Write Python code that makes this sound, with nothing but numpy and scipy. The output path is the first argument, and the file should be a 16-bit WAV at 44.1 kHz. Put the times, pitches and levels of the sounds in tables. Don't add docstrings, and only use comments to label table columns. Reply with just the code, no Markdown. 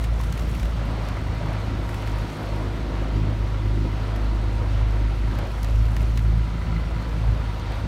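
import sys
import numpy as np
from scipy import signal
from scipy.fft import rfft, irfft, next_fast_len
from scipy.io import wavfile
from scipy.ndimage import uniform_filter1d, map_coordinates

SR = 44100
rng = np.random.default_rng(int(sys.argv[2]) if len(sys.argv) > 2 else 0)


def volts(x):
    e = np.asarray(x, float) / 20
    return 10 ** e


def waveform_to_disk(signal):
    frames = np.transpose(np.atleast_2d(signal))
    scaled = np.clip(frames, -1, 1) * 32767
    samples = np.round(scaled).astype(np.int16)
    wavfile.write(sys.argv[1], SR, samples)


N = 347066


def along(points, hz):
    f, v = np.transpose(points)
    return np.interp(np.log(hz + 1), np.log(f + 1), v)


def curves(rows):
    s, *columns = np.transpose(rows)
    return [np.interp(np.arange(N) / SR, s, column) for column in columns]


def unit(x):
    return x / np.sqrt(np.mean(x ** 2) + 1e-20)


def wobble(rate):
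    knots = rng.standard_normal(int(N * rate / SR) + 4)
    return map_coordinates(knots, [np.arange(N) * rate / SR])


def filtered(x, response):
    m = next_fast_len(N + 8192)
    return irfft(rfft(x, m) * response(np.fft.rfftfreq(m, 1 / SR)), m)[:N]


def resonances(modes):
    def response(f):
        total = 0
        for k, (centre, width, db) in enumerate(modes):
            damping = 1j * f * width
            total = total + (-1) ** k * volts(db) * damping / (centre * centre - f * f + damping)
        return total
    return response


def rush(spectrum, patchy_db, size=(6, 12)):
    z = signal.stft(rng.standard_normal(N + 512), nperseg=512)[2]
    field = uniform_filter1d(rng.standard_normal(z.shape), size[0], 0)
    field = uniform_filter1d(field, size[1], 1)
    noise = signal.istft(z * volts(patchy_db * unit(field)), nperseg=512)[1][:N]
    return unit(filtered(noise, lambda hz: volts(along(spectrum, hz))))


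def pops(start, hz, size, life):
    cycles = hz[:, None] * np.arange(1500) / SR
    envelope = np.e * cycles / life * np.exp(-cycles / life)
    ring = envelope * np.sin(2 * np.pi * cycles * (1 + 0.0047 * cycles))
    places = start[:, None] + np.arange(1500)
    return np.bincount(places.ravel(), (size[:, None] * ring).ravel(), N + 1501)[:N]


# time in seconds, firing rate in Hz.
FIRING_RATE = [(0, 55.37), (.7, 55.4), (.88, 53.73), (1.25, 52.6), (2.1, 52.11), (3.0, 52.11), (5.3, 52),
               (5.5, 51.7), (5.75, 53.5), (5.95, 54.5), (7.2, 54.7), (7.42, 53.4), (7.7, 52.05),
               (7.87, 52.14)]


def firings():
    turns = np.cumsum(curves(FIRING_RATE)[0]) / SR
    count = turns.astype(int)
    chance = rng.standard_normal((count[-1] + 2, 2))
    weaker = np.arange(len(chance)) % 2
    strength = volts(2.2 * chance[:, 0] - 5 * weaker)
    return turns, count, chance, strength


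# time in seconds, level at the firing rate in dB,
# level of the octave relative to it in dB.
HULL_BOOM = [(0, -21.5, -14), (.12, -21.5, -9.5), (.4, -25, -16.5), (.78, -23, -11), (.92, -29.5, -1.5),
             (1.3, -28, -5.5), (1.7, -28, -1), (2.0, -29.5, -2), (2.22, -24.5, -4.5), (2.33, -39, 0),
             (2.52, -26, -6), (2.9, -28, -13), (3.01, -22.5, -3), (3.09, -27, -18), (3.16, -21, -4),
             (3.48, -26.5, -5), (3.64, -22, -5), (3.82, -21.5, -6), (4.04, -26, -4.5), (4.3, -20.5, -10),
             (4.5, -23.5, -6.5), (4.78, -19, -7.5), (5.2, -21, -9.5), (5.53, -26, -7.5), (5.76, -16.5, -8),
             (6.05, -20, -10.5), (6.36, -17.5, -7), (6.52, -26.5, -12), (6.7, -24, -6.5),
             (7.13, -25.5, -13.5), (7.28, -17, -8.5), (7.5, -29.5, -3.5), (7.87, -29, -3.5)]
# time in seconds,
# bark level in dB before a small trim, third-order growl level in dB.
OUTLET_DEPTH = [(0, -39.5, -48), (.3, -48, -38), (.44, -37, -57), (.56, -50, -38), (.8, -47, -42.5),
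                (1.05, -43.5, -41.5), (1.5, -38, -40), (1.9, -39.5, -49), (2.2, -39, -43.5),
                (2.5, -33.5, -36), (2.85, -38, -40.5), (3.15, -35, -36), (3.55, -40, -47), (3.86, -31, -35),
                (3.98, -40.5, -51), (4.35, -34, -46), (4.6, -40.5, -50), (5.3, -39, -51), (5.75, -47, -46),
                (6.3, -42.5, -38), (6.7, -44, -34.5), (7.1, -45, -37), (7.6, -44, -43),
                (7.87, -36.5, -42.5)]


def low_orders(turns, chance):
    boom_db, over_db = curves(HULL_BOOM)
    growl_db = curves(OUTLET_DEPTH)[1]
    octave_db = boom_db + over_db + 1.2 * wobble(8)
    third_db = growl_db + 2.7 * wobble(9)
    phase = 2 * np.pi * turns
    smooth_db = map_coordinates(chance[:, 0], [turns])
    boom = -volts(boom_db + 0.22 * smooth_db) * np.cos(phase + 0.044 * wobble(2.4))
    octave = -volts(octave_db + 1.7 * smooth_db) * np.cos(2 * phase + 0.27 + 0.34 * wobble(25))
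    third = -volts(third_db + 1.5 * smooth_db) * np.cos(3 * phase + 0.4 + 0.3 * wobble(25))
    drift = 0.4 * wobble(10)
    uneven = volts(0.4 * boom_db - 35.5 + 3 * wobble(5)) * np.cos(3 * phase / 2 + drift)
    uneven += volts(0.4 * boom_db - 37 + 3 * wobble(5)) * np.cos(5 * phase / 2 + drift)
    return np.sqrt(2) * (boom + octave + third + uneven)


# centre in Hz, width in Hz, relative gain in dB.
EXHAUST_MODES = [(186, 22, 5), (264, 41.7, 2.5), (307.6, 19.4, 4), (349.4, 41.3, 0)]


def bark(count, chance, strength):
    at = np.flatnonzero(np.diff(count)) + 1
    jitter = (0.00061 * SR * chance[count[at], 1]).astype(int)
    pulses = np.zeros(N)
    pulses[np.clip(at + jitter, 0, N - 1)] = -strength[count[at]]
    burble = volts(3 * wobble(18)) * rng.standard_normal(N)
    source = unit(pulses) + 0.6 * unit(burble)

    def outlet(f):
        bass_cut = (1j * f / (220 + 1j * f)) ** 3
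        treble_cut = 1 / (1 + 1j * f / 450) ** 2
        return resonances(EXHAUST_MODES)(f) * bass_cut * treble_cut

    bark_db = curves(OUTLET_DEPTH)[0]
    return volts(bark_db - 0.87 + 1.24 * wobble(8)) * unit(filtered(source, outlet))


# frequency in Hz, relative level in dB per Hz.
GURGLE_COLOUR = [(15, -38), (25, -8), (48, 7), (72, 6.5), (118, -0.5), (151, -1.5), (292, -10), (400, -19),
                 (520, -68), (880, -120)]


def gurgle():
    bark_db, rate_hz = curves(OUTLET_DEPTH)[0], curves(FIRING_RATE)[0]
    open_db, faster_hz = bark_db - bark_db.mean(), rate_hz - rate_hz.mean()
    level_db = -31.5 - 0.18 * open_db + 0.3 * faster_hz + 1.44 * wobble(6)
    return volts(level_db) * rush(GURGLE_COLOUR, patchy_db=0.0, size=(2, 8))


# centre in Hz, width in Hz, relative gain in dB.
COVER_MODES = [(972, 24, -4), (1355, 96, -8.5), (2050, 160, -12.5)]


def clatter(turns, count, strength):
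    gate = 0.3 + strength[count] * np.exp(-3.5 * (turns % 1))
    rattle = filtered(gate * rng.standard_normal(N), resonances(COVER_MODES))
    return volts(-49.0 + 1.7 * wobble(2.5)) * unit(rattle)


def motor():
    turns, count, chance, strength = firings()
    throb = low_orders(turns, chance)
    return throb + bark(count, chance, strength) + gurgle() + clatter(turns, count, strength)


def whine():
    hz = 18 * curves(FIRING_RATE)[0]
    resonance_hz, width_hz, level_db = 950, 22, -52
    near = 1 / (1 + ((hz - resonance_hz) / width_hz) ** 4)
    level = np.sqrt(2) * near * volts(level_db + 2.5 * wobble(7))
    return level * np.sin(2 * np.pi * np.cumsum(hz) / SR + 0.19 * wobble(19))


# frequency in Hz, relative level in dB per Hz.
WAKE_COLOUR = [(220, -40), (380, -3), (488, 1.5), (534, 2.5), (577, 2), (691, 0.5), (2000, -12),
               (2600, -24), (4400, -120)]
# time in seconds, level in dB before small trims.
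WAKE_LEVEL = [(0, -41), (.3, -41), (.75, -39.5), (.95, -37), (1.08, -37), (1.2, -41), (1.5, -37),
              (1.75, -39), (2.0, -38.5), (2.5, -38), (2.75, -40), (3.05, -39), (3.8, -42), (4.05, -39),
              (4.4, -41), (4.62, -39.5), (5.22, -42), (5.41, -37.5), (5.6, -41.5), (6.4, -43), (7.0, -40.5),
              (7.6, -41), (7.73, -36.5), (7.87, -40)]


def wake():
    wake_db = curves(WAKE_LEVEL)[0] + 1.2 * wobble(16)
    flow = volts(wake_db - 0.96 + 0.15 * wobble(8.2)) * rush(WAKE_COLOUR, patchy_db=1.0, size=(3, 10))
    froth = volts(wake_db - 12) * bubbles(volts(1.2 * wake_db))
    return flow + froth


def bubbles(density, count=2000):
    draw = rng.random((count, 3))
    start = np.searchsorted(np.cumsum(density) / np.sum(density), draw[:, 0])
    hz = 420 * volts(13.36 * draw[:, 1])
    size = volts(3.6 * draw[:, 2]) * np.sqrt(700 / hz)
    return unit(pops(start, hz, size, life=1.97))


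# frequency in Hz, relative level in dB per Hz.
HISS_COLOUR = [(710, -8), (1200, 0.5), (1340, -1), (1780, -7), (2090, -5), (2380, -3.5), (4550, -9),
               (4850, -12.5), (7730, -25.5), (9000, -25), (11700, -62), (19800, -120)]


def hiss():
    wake_db, = curves(WAKE_LEVEL)
    hiss_db = -44.5 + 0.61 * (wake_db - wake_db.mean())
    return volts(hiss_db + 0.44 * wobble(11)) * rush(HISS_COLOUR, patchy_db=0.85)


# frequency in Hz, relative level in dB per Hz.
SPRAY_COLOUR = [(2940, -33), (5000, -19), (5320, 2), (6870, -2.5), (7690, -4), (9340, -4), (10500, -8.5),
                (11500, -5.5), (15500, -12.5)]
# time in seconds, level in dB before small trims.
BOW_SPRAY = [(0.0, -57), (.1, -60), (.25, -57.5), (0.62, -57), (0.75, -61), (1.8, -62), (1.92, -58.5),
             (2.35, -59.5), (2.9, -63), (4.08, -62.5), (5.2, -62.5), (5.4, -61), (6.01, -59), (6.38, -62.5),
             (7.87, -62)]


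def spray():
    spray_db, = curves(BOW_SPRAY)
    mist = rush(SPRAY_COLOUR, patchy_db=1.3, size=(40, 3))
    mist = volts(spray_db + 0.5 + 0.65 * wobble(20)) * mist
    return mist + volts(spray_db - 5.0) * patter(volts(2 * spray_db))


def patter(density, count=1600):
    draw = rng.random((count, 2))
    start = np.searchsorted(np.cumsum(density) / np.sum(density), draw[:, 0])
    ticks = np.bincount(start, volts(13 * draw[:, 1] ** 2), N + 1)[:N]
    decay = volts(-60 * np.arange(900) / SR / 0.0093)
    gate = signal.fftconvolve(ticks, decay)[:N]
    return unit(gate * rush(SPRAY_COLOUR, patchy_db=4, size=(30, 2)))


# frequency in Hz, gain in dB.
SNAP_COLOUR = [(1500, -40), (3500, -5), (6000, -4.5), (8500, -11.5), (10300, -11.5), (12500, -10),
               (15500, -14), (16400, -60)]
# start in seconds, snap level in dB and smack level in dB,
# both before filtering.
DROP_EVENTS = [(0.0393, -26, -32.5), (0.044, -28, -29), (0.2014, -36, -36), (0.2109, -26.5, -35),
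               (0.2365, -30, -41), (0.2444, -34.5, -41), (0.3247, -23, -44), (0.376, -30, -35),
               (0.3945, -28, -37), (0.4934, -38, -43), (0.5494, -31, -33), (0.596, -29, -32),
               (0.6297, -28, -33), (0.6539, -31, -33), (1.0864, -28, -35), (1.8906, -31, -34),
               (1.943, -29, -32), (2.0229, -38, -39), (2.0736, -32, -33.5), (2.1846, -32, -36),
               (4.1603, -33, -35), (4.2438, -38, -42), (5.3514, -37, -43), (5.3866, -28, -32),
               (5.6305, -21.5, -37), (5.645, -25, -34), (5.684, -35, -39), (5.7573, -34, -37),
               (5.824, -37, -44), (5.8533, -36, -38), (5.8642, -38, -39), (5.907, -40, -44),
               (5.965, -25, -29.5), (6.0054, -36, -34), (6.174, -22.5, -27), (6.1914, -35, -35),
               (6.3143, -44, -45), (7.5461, -40, -45), (7.5964, -35, -41), (7.7195, -34, -48)]


def drops():
    t = np.arange(2000) / SR
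    bright, dull = np.zeros(N + 2000), np.zeros(N + 2000)
    rise = 1 - np.exp(-t / 0.00043)
    snap_t60_s, smack_t60_s = 0.018, 0.035
    for s, snap_db, smack_db in DROP_EVENTS:
        span = slice(round(s * SR), round(s * SR) + len(t))
        bright[span] += volts(snap_db - 60 * t / snap_t60_s) * rise * rng.standard_normal(len(t))
        dull[span] += volts(smack_db - 60 * t / smack_t60_s) * rise * rng.standard_normal(len(t))
    snap = filtered(bright[:N], lambda hz: volts(along(SNAP_COLOUR, hz)))
    smack = filtered(dull[:N], resonances([(1430, 860, 9.1), (2390, 1620, 8.4)]))
    return snap + smack


# start in seconds, peak level in dB, starting pitch in Hz.
HULL_SLAPS = [(0.201, -28.5, 985), (0.816, -31, 550), (0.93, -32, 700), (1.07, -32, 694),
              (1.168, -31, 615.6), (1.411, -29, 581.7), (1.673, -33, 744.3), (2.029, -31, 1342),
              (2.402, -34, 550), (2.49, -31, 548.8), (2.615, -35.5, 636), (2.92, -31, 621.4),
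              (3.019, -31, 491), (3.325, -33, 675), (4.331, -31, 693.5), (5.43, -29, 550.7),
              (5.643, -31, 672), (5.966, -32, 965), (6.021, -34, 623.3), (7.021, -36, 752),
              (7.708, -29, 733.8)]


def slaps():
    s, peak_db, hz = np.transpose(HULL_SLAPS)
    return pops((s * SR).astype(int), hz, volts(peak_db), life=1.3)


def scene():
    water = wake() + hiss() + spray()
    return (motor() + whine() + water + drops() + slaps())[None]


def low_pass(x):
    return signal.sosfilt(signal.butter(12, 15830, fs=SR, output="sos"), x)


def record(dry):
    mix = filtered(dry[0], lambda hz: 1 / (1 + (32 / (hz + 1)) ** 4))
    return low_pass(mix[None])


dry = scene()
out = record(dry)
waveform_to_disk(out)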